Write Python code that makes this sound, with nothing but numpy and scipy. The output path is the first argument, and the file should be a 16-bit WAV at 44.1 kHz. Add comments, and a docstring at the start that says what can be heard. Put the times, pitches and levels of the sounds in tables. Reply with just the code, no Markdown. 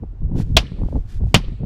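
"""Baton on a car window

Open yard, a small microphone out in the wind. A hard baton strikes a car's side window twice, the
jacket swishing on each wind-up. The pane cracks and rings briefly, the door thumps, and parked cars
scatter the crack back. Gusts buffet the microphone throughout, and the blows overload it."""
import sys
import numpy as np
from scipy import signal
from scipy.fft import rfft, irfft
from scipy.io import wavfile
from scipy.ndimage import uniform_filter1d

SR = 44100
rng = np.random.default_rng(int(sys.argv[2]) if len(sys.argv) > 2 else 0)


def put_to_file(sound):
    """Save the sound as 16-bit audio at rate SR, in the file named by the first command-line argument."""
    columns = np.atleast_2d(sound).T  # one column per channel
    safe = np.clip(columns, -1, 1)
    whole_steps = np.round(safe * 32767)
    wavfile.write(sys.argv[1], SR, whole_steps.astype(np.int16))


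N = 72765

# The two blows. Each row: start in seconds, crack in dB, chatter length in seconds, door thump in dB,
# door pitch factor, cabin boom in dB, tick in dB, tick delay in seconds, echo in dB, door rebound in dB.
BATON_BLOWS = [(0.5668, -10.5, 0.0069, -11.5, .9, -3, -10, 0.0011, -41, -19),
               (1.343, -8.5, 0.0038, -3.5, 1.1, -15, -13, 0.0036, -44.5, -9)]
# Modes of pane, door and cabin air. Each row: frequency in Hz, relative level in dB, T60 in seconds.
PANE_MODES = [(470, -2.5, .05), (711, -8, 0.07), (973, -7.5, .05), (1276, -5.5, 0.051), (2230, -5.5, 0.015),
              (2420, -8.5, 0.027), (2835, -0.5, .045), (3104, -0.5, .045), (3383, 4.5, 0.05),
              (3504, -5, 0.074), (4130, -5.5, 0.045), (4680, -11, 0.038), (5460, -16.5, .05)]
DOOR_MODES = [(121.7, -1.5, 0.096), (152.4, -3, 0.076), (191.6, -6.5, .1), (255.2, -8, 0.061)]
CABIN_MODES = [(57.4, 0.5, 0.1)]
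# Dense ring of pane and baton, and the yard's reverberation.
# Each row: band centre in Hz, relative level in dB, T60 in seconds.
CRACK_BANDS = [(325, -8.5, 0.023), (591, -3, .08), (932, -12.5, 0.13), (1458, -8.5, 0.088),
               (2226, -9, 0.051), (2790, 0, 0.077), (4480, -6, 0.091), (5560, -15.5, 0.063),
               (8640, -24.5, 0.1), (13500, -26, 0.063)]
YARD_BANDS = [(1200, -53.5, 0.77), (1970, -51, 0.79), (2700, -51, 0.92), (3850, -52, 0.83),
              (5023, -54.5, 0.49), (7700, -69.5, 1.2), (11500, -74.5, .5)]
# Gusts before, between and after the blows. Each row: time in seconds, rumble in dB, flutter in dB.
GUSTS = [
    [(0.0, -15, -65), (0.038, -29.5, -29.5), (0.1, -35, -100), (0.13, -38, -45.5), (0.154, -38, -55),
     (0.194, -41.5, -63), (0.206, -30.5, -56), (0.22, -26.5, -38), (0.246, -17.5, -37.5), (0.268, -22, -46),
     (0.286, -22, -34.5), (0.332, -30.5, -29), (0.366, -16.5, -21.5), (0.394, -30, -26.5),
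     (0.412, -29.5, -24.5), (0.44, -26, -40.5), (0.484, -28.5, -38.5), (0.51, -16.5, -30),
     (0.536, -25, -41.5), (0.552, -10.5, -28.5)],
    [(0.625, -26.5, -35), (0.655, -25.5, -37), (0.693, -39, -44), (0.733, -27, -37), (0.773, -38, -37),
     (0.795, -30.5, -28.5), (0.849, -19.5, -32.5), (0.899, -34.5, -42.5), (0.961, -26.5, -21.5),
     (0.991, -16.5, -37), (1.035, -42, -67), (1.055, -24, -52), (1.073, -33, -59), (1.113, -41, -54),
     (1.155, -26, -42.5), (1.185, -24.5, -60), (1.203, -26.5, -28), (1.277, -15, -44), (1.299, -27, -49),
     (1.318, -44, -40)],
    [(1.4, -23.5, -26.5), (1.424, -32.5, -45), (1.442, -23.5, -31.5), (1.462, -39, -39), (1.484, -16, -45),
     (1.498, -30.5, -31), (1.518, -22.5, -52), (1.536, -31.5, -31), (1.556, -28, -56), (1.574, -42, -52),
     (1.59, -40, -45), (1.604, -31.5, -35), (1.64, -25, -29.5)],
]
# Colour of the wind on the microphone. Each row: band centre in Hz, relative level in dB.
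WIND_BANDS = [(22, -5.5), (40, -1), (75, -3.5), (130, -1), (220, -6), (380, -14.5), (650, -27),
              (1100, -42.5), (1800, -53)]
# Eddies hitting the microphone. Each row: time in seconds, peak in dB, width in ms, rough edge in dB.
EDDIES = [(0.035, -25.5, 1.46, -37), (0.218, -25.5, 1.14, -48.5), (0.316, -21.5, 1.4, -40),
          (0.355, -14.5, 1.37, -41), (0.387, -22, 0.72, -39), (0.4, -13.5, 1.76, -31),
          (0.508, -23.5, 1.35, -67), (0.717, -20.5, 1.5, -42), (0.789, -22, 1.37, -41),
          (0.815, -25, 0.67, -36), (0.834, -15, 1.43, -32), (0.86, -26, 0.88, -43),
          (0.885, -28, 1.1, -39.5), (0.926, -22, 0.71, -32), (0.953, -12.5, 2.2, -38),
          (0.957, -11.5, 2.1, -29.5), (0.965, -19, 0.78, -36.5), (0.977, -29, 0.62, -48),
          (1.207, -25, 1.57, -43), (1.236, -27.5, 0.7, -40.5), (1.267, -30, 1.6, -41.5),
          (1.482, -31.5, 0.84, -44.5), (1.52, -22, 1.63, -46.5), (1.607, -24, 1.8, -53),
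          (1.632, -28.5, 0.69, -35)]
# Jacket movements. Each row: peak time in seconds, level in dB, rise and fall in seconds.
JACKET_SWISHES = [(0.404, -46.5, 0.034, 0.022), (0.472, -66.5, 0.072, 0.13), (0.918, -65.5, 0.14, 0.14),
                  (1.116, -56, 0.033, 0.063), (1.301, -63.5, 0.057, 0.06)]
# Spectra of rubbing nylon and of the yard's air. Each row: frequency in Hz, relative density in dB.
NYLON_SPECTRUM = [(700, -23), (1400, 1), (2200, -1.5), (4500, -3), (6500, -7), (10000, -13.5), (14000, -18),
                  (15500, -32)]
AIR_SPECTRUM = [(150, -30), (250, -4), (450, -13), (499, -18), (768, -17.5), (2320, -34.5), (2530, -34),
                (10100, -53), (15500, -72.5)]


def window(u, crack_db, chatter_s):
    """The tip chatters on the glass, then pane and baton ring down; u is seconds since contact."""
    snap_db, snap_t60_s, pane_db = 4.5, .0067, -6
    released = np.clip(u - chatter_s, 0, None)  # the crack holds until the chatter ends
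    grit = undb(2.5 * walk(600) * fade(released, .03))
    snap = undb(snap_db) * fade(released, snap_t60_s)
    crack = sum(undb(db) * noise_band(hz, .63) * (fade(released, t60) + snap)
                for hz, db, t60 in CRACK_BANDS)
    pane = sum((1 + .5 * walk(120)) * ring(u, [mode]) for mode in PANE_MODES)
    return attack(u) * (undb(crack_db - snap_db) * grit * crack + undb(crack_db + pane_db) * pane)


def tip_tick(u):
    """The hard tip ticks on the glass, high and very short."""
    return fade(u, t60=.004) * noise_band(11000, 1.4)


def door_thump(u, thump_db, pitch, boom_db, rebound_db):
    """The door thumps and rebounds, the cabin booms; the length of the push rounds them off."""
    rebound_s, push_s = .021, .0017
    thump = undb(thump_db) * ring(u - .002, DOOR_MODES, pitch)
    boom = undb(boom_db) * ring(u - .001, CABIN_MODES)
    rebound = undb(rebound_db) * ring(u - rebound_s, DOOR_MODES, pitch)
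    return uniform_filter1d(thump + boom + rebound, int(push_s * SR))


def yard_reflections(u, echo_db):
    """Parked cars scatter the crack back: a diffuse tail and one short echo from farther off."""
    echo_s = .101
    tail = sum(undb(db + 1.3 * walk(30)) * steep_band(hz, .6) * fade(u, t60)
               for hz, db, t60 in YARD_BANDS)
    echo = uniform_filter1d(fade(u - echo_s, t60=.04), size=150) * steep_band(3200, .625)
    return attack(u) * tail + undb(echo_db) * echo


def baton_blows(t):
    """Each blow sets off glass and door, and the yard answers."""
    out = np.zeros(N)
    for blow in BATON_BLOWS:
        at, crack_db, chatter_s, thump_db, pitch, boom_db, tick_db, tick_s, echo_db, rebound_db = blow
        u = t - at
        out += window(u, crack_db, chatter_s)
        out += undb(tick_db) * tip_tick(u - tick_s)
        out += door_thump(u, thump_db, pitch, boom_db, rebound_db)
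        out += yard_reflections(u, echo_db)
    return out


def wind_buffet(t):
    """Turbulence right on the microphone: the deep bands roll, the upper ones flutter together."""
    split_hz = 119.7
    times, rumble, flutter = np.concatenate(GUSTS).T
    rumble_db, flutter_db = np.interp(t, times, rumble), np.interp(t, times, flutter)
    flicker = walk(47)
    out = np.zeros(N)
    for hz, db in WIND_BANDS:
        upper = np.clip(np.log2(hz / split_hz) + .5, 0, 1)  # rumble gives way to flutter over an octave
        gust_db = (1 - upper) * rumble_db + upper * flutter_db
        flicker_db = -(.155 * upper + .25 * max(np.log2(hz / 200), 0)) * flicker
        out += undb(db + gust_db + flicker_db + 1.7 * walk(15)) * steep_band(hz, 1.09)
    return out


def eddy_pops(t):
    """Each eddy pops on the microphone: one pressure pulse with a short rough edge."""
    lag_s, edge_s = .003, .0018
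    edge = steep_band(555, 1.5)
    out = np.zeros(N)
    for at, db, width_ms, edge_db in EDDIES:
        u = (t - at - lag_s) * 1000 / width_ms
        out += undb(db) * (1 - u ** 2) * np.exp(-u ** 2 / 2)
        out += undb(edge_db) * np.exp(-((t - at - edge_s) / edge_s) ** 2) * edge
    return out


def jacket(t):
    """Nylon rubs on nylon: a grainy hiss that swells and stops."""
    swell = sum(undb(db) * np.exp(-((t - at) / np.where(t < at, rise, fall)) ** 2)
                for at, db, rise, fall in JACKET_SWISHES)
    grain = undb(1.2 * walk(370))
    return swell * grain * coloured(NYLON_SPECTRUM)


def yard_air(level_db=-58.5):
    """A faint, slowly drifting hush behind everything."""
    return undb(level_db + 2.7 * walk(2.7)) * coloured(AIR_SPECTRUM)


def undb(db):
    return 10 ** (np.asarray(db) / 20)


def unit(x):
    return x / np.sqrt(np.mean(x ** 2))


def band(x, hz, octaves):
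    """Band-pass centred on hz."""
    edges = np.clip([hz * 2 ** (-octaves / 2), hz * 2 ** (octaves / 2)], 5, .45 * SR)
    return signal.sosfilt(signal.butter(2, edges, "bandpass", fs=SR, output="sos"), x)


def noise_band(hz, octaves):
    """Band of noise, rms 1."""
    return unit(band(rng.standard_normal(N), hz, octaves))


def steep_band(hz, octaves):
    """Band of noise filtered twice, rms 1."""
    return unit(band(noise_band(hz, octaves), hz, octaves))


def coloured(spectrum):
    """Noise of rms 1 with the given spectrum."""
    hz, db = np.array(spectrum).T
    bins_hz = np.arange(N // 2 + 1) * SR / N + 1
    gain = undb(np.interp(np.log(bins_hz), np.log(hz), db, left=-90))
    return unit(irfft(rfft(rng.standard_normal(N)) * gain, N))


def walk(rate):
    """Random levels held 1 / rate seconds and slewed twice."""
    hold = int(SR / rate)
    steps = np.repeat(rng.standard_normal(N // hold + 1), hold)
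    return 1.52 * uniform_filter1d(uniform_filter1d(steps, hold), hold)[:N]


def attack(t, rise_s=.0007):
    """Linear rise from the moment of contact."""
    return np.clip(t / rise_s, 0, 1)


def fade(t, t60):
    """Silent before t = 0, then falling 60 dB in t60 seconds."""
    return (t >= 0) * np.exp(-np.log(1000) * np.clip(t, 0, None) / t60)


def ring(t, modes, pitch=1):
    """Sum of decaying sines."""
    return sum(undb(db) * fade(t, t60) * np.sin(2 * np.pi * hz * pitch * t) for hz, db, t60 in modes)


def scene():
    """Everything that reaches the one microphone."""
    t = np.arange(N) / SR
    return (yard_air() + eddy_pops(t) + wind_buffet(t) + baton_blows(t) + jacket(t))[None]


def record(dry):
    """The microphone overloads: the loudest peaks flatten against full scale; the top is cut."""
    drive, top_hz = 1.156, 15600
    driven = drive * dry
    clipped = driven / (1 + np.abs(driven) ** 6) ** (1 / 6)
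    return signal.sosfilt(signal.ellip(10, .2, 75, top_hz, fs=SR, output="sos"), clipped)


dry = scene()
out = record(dry)
put_to_file(out)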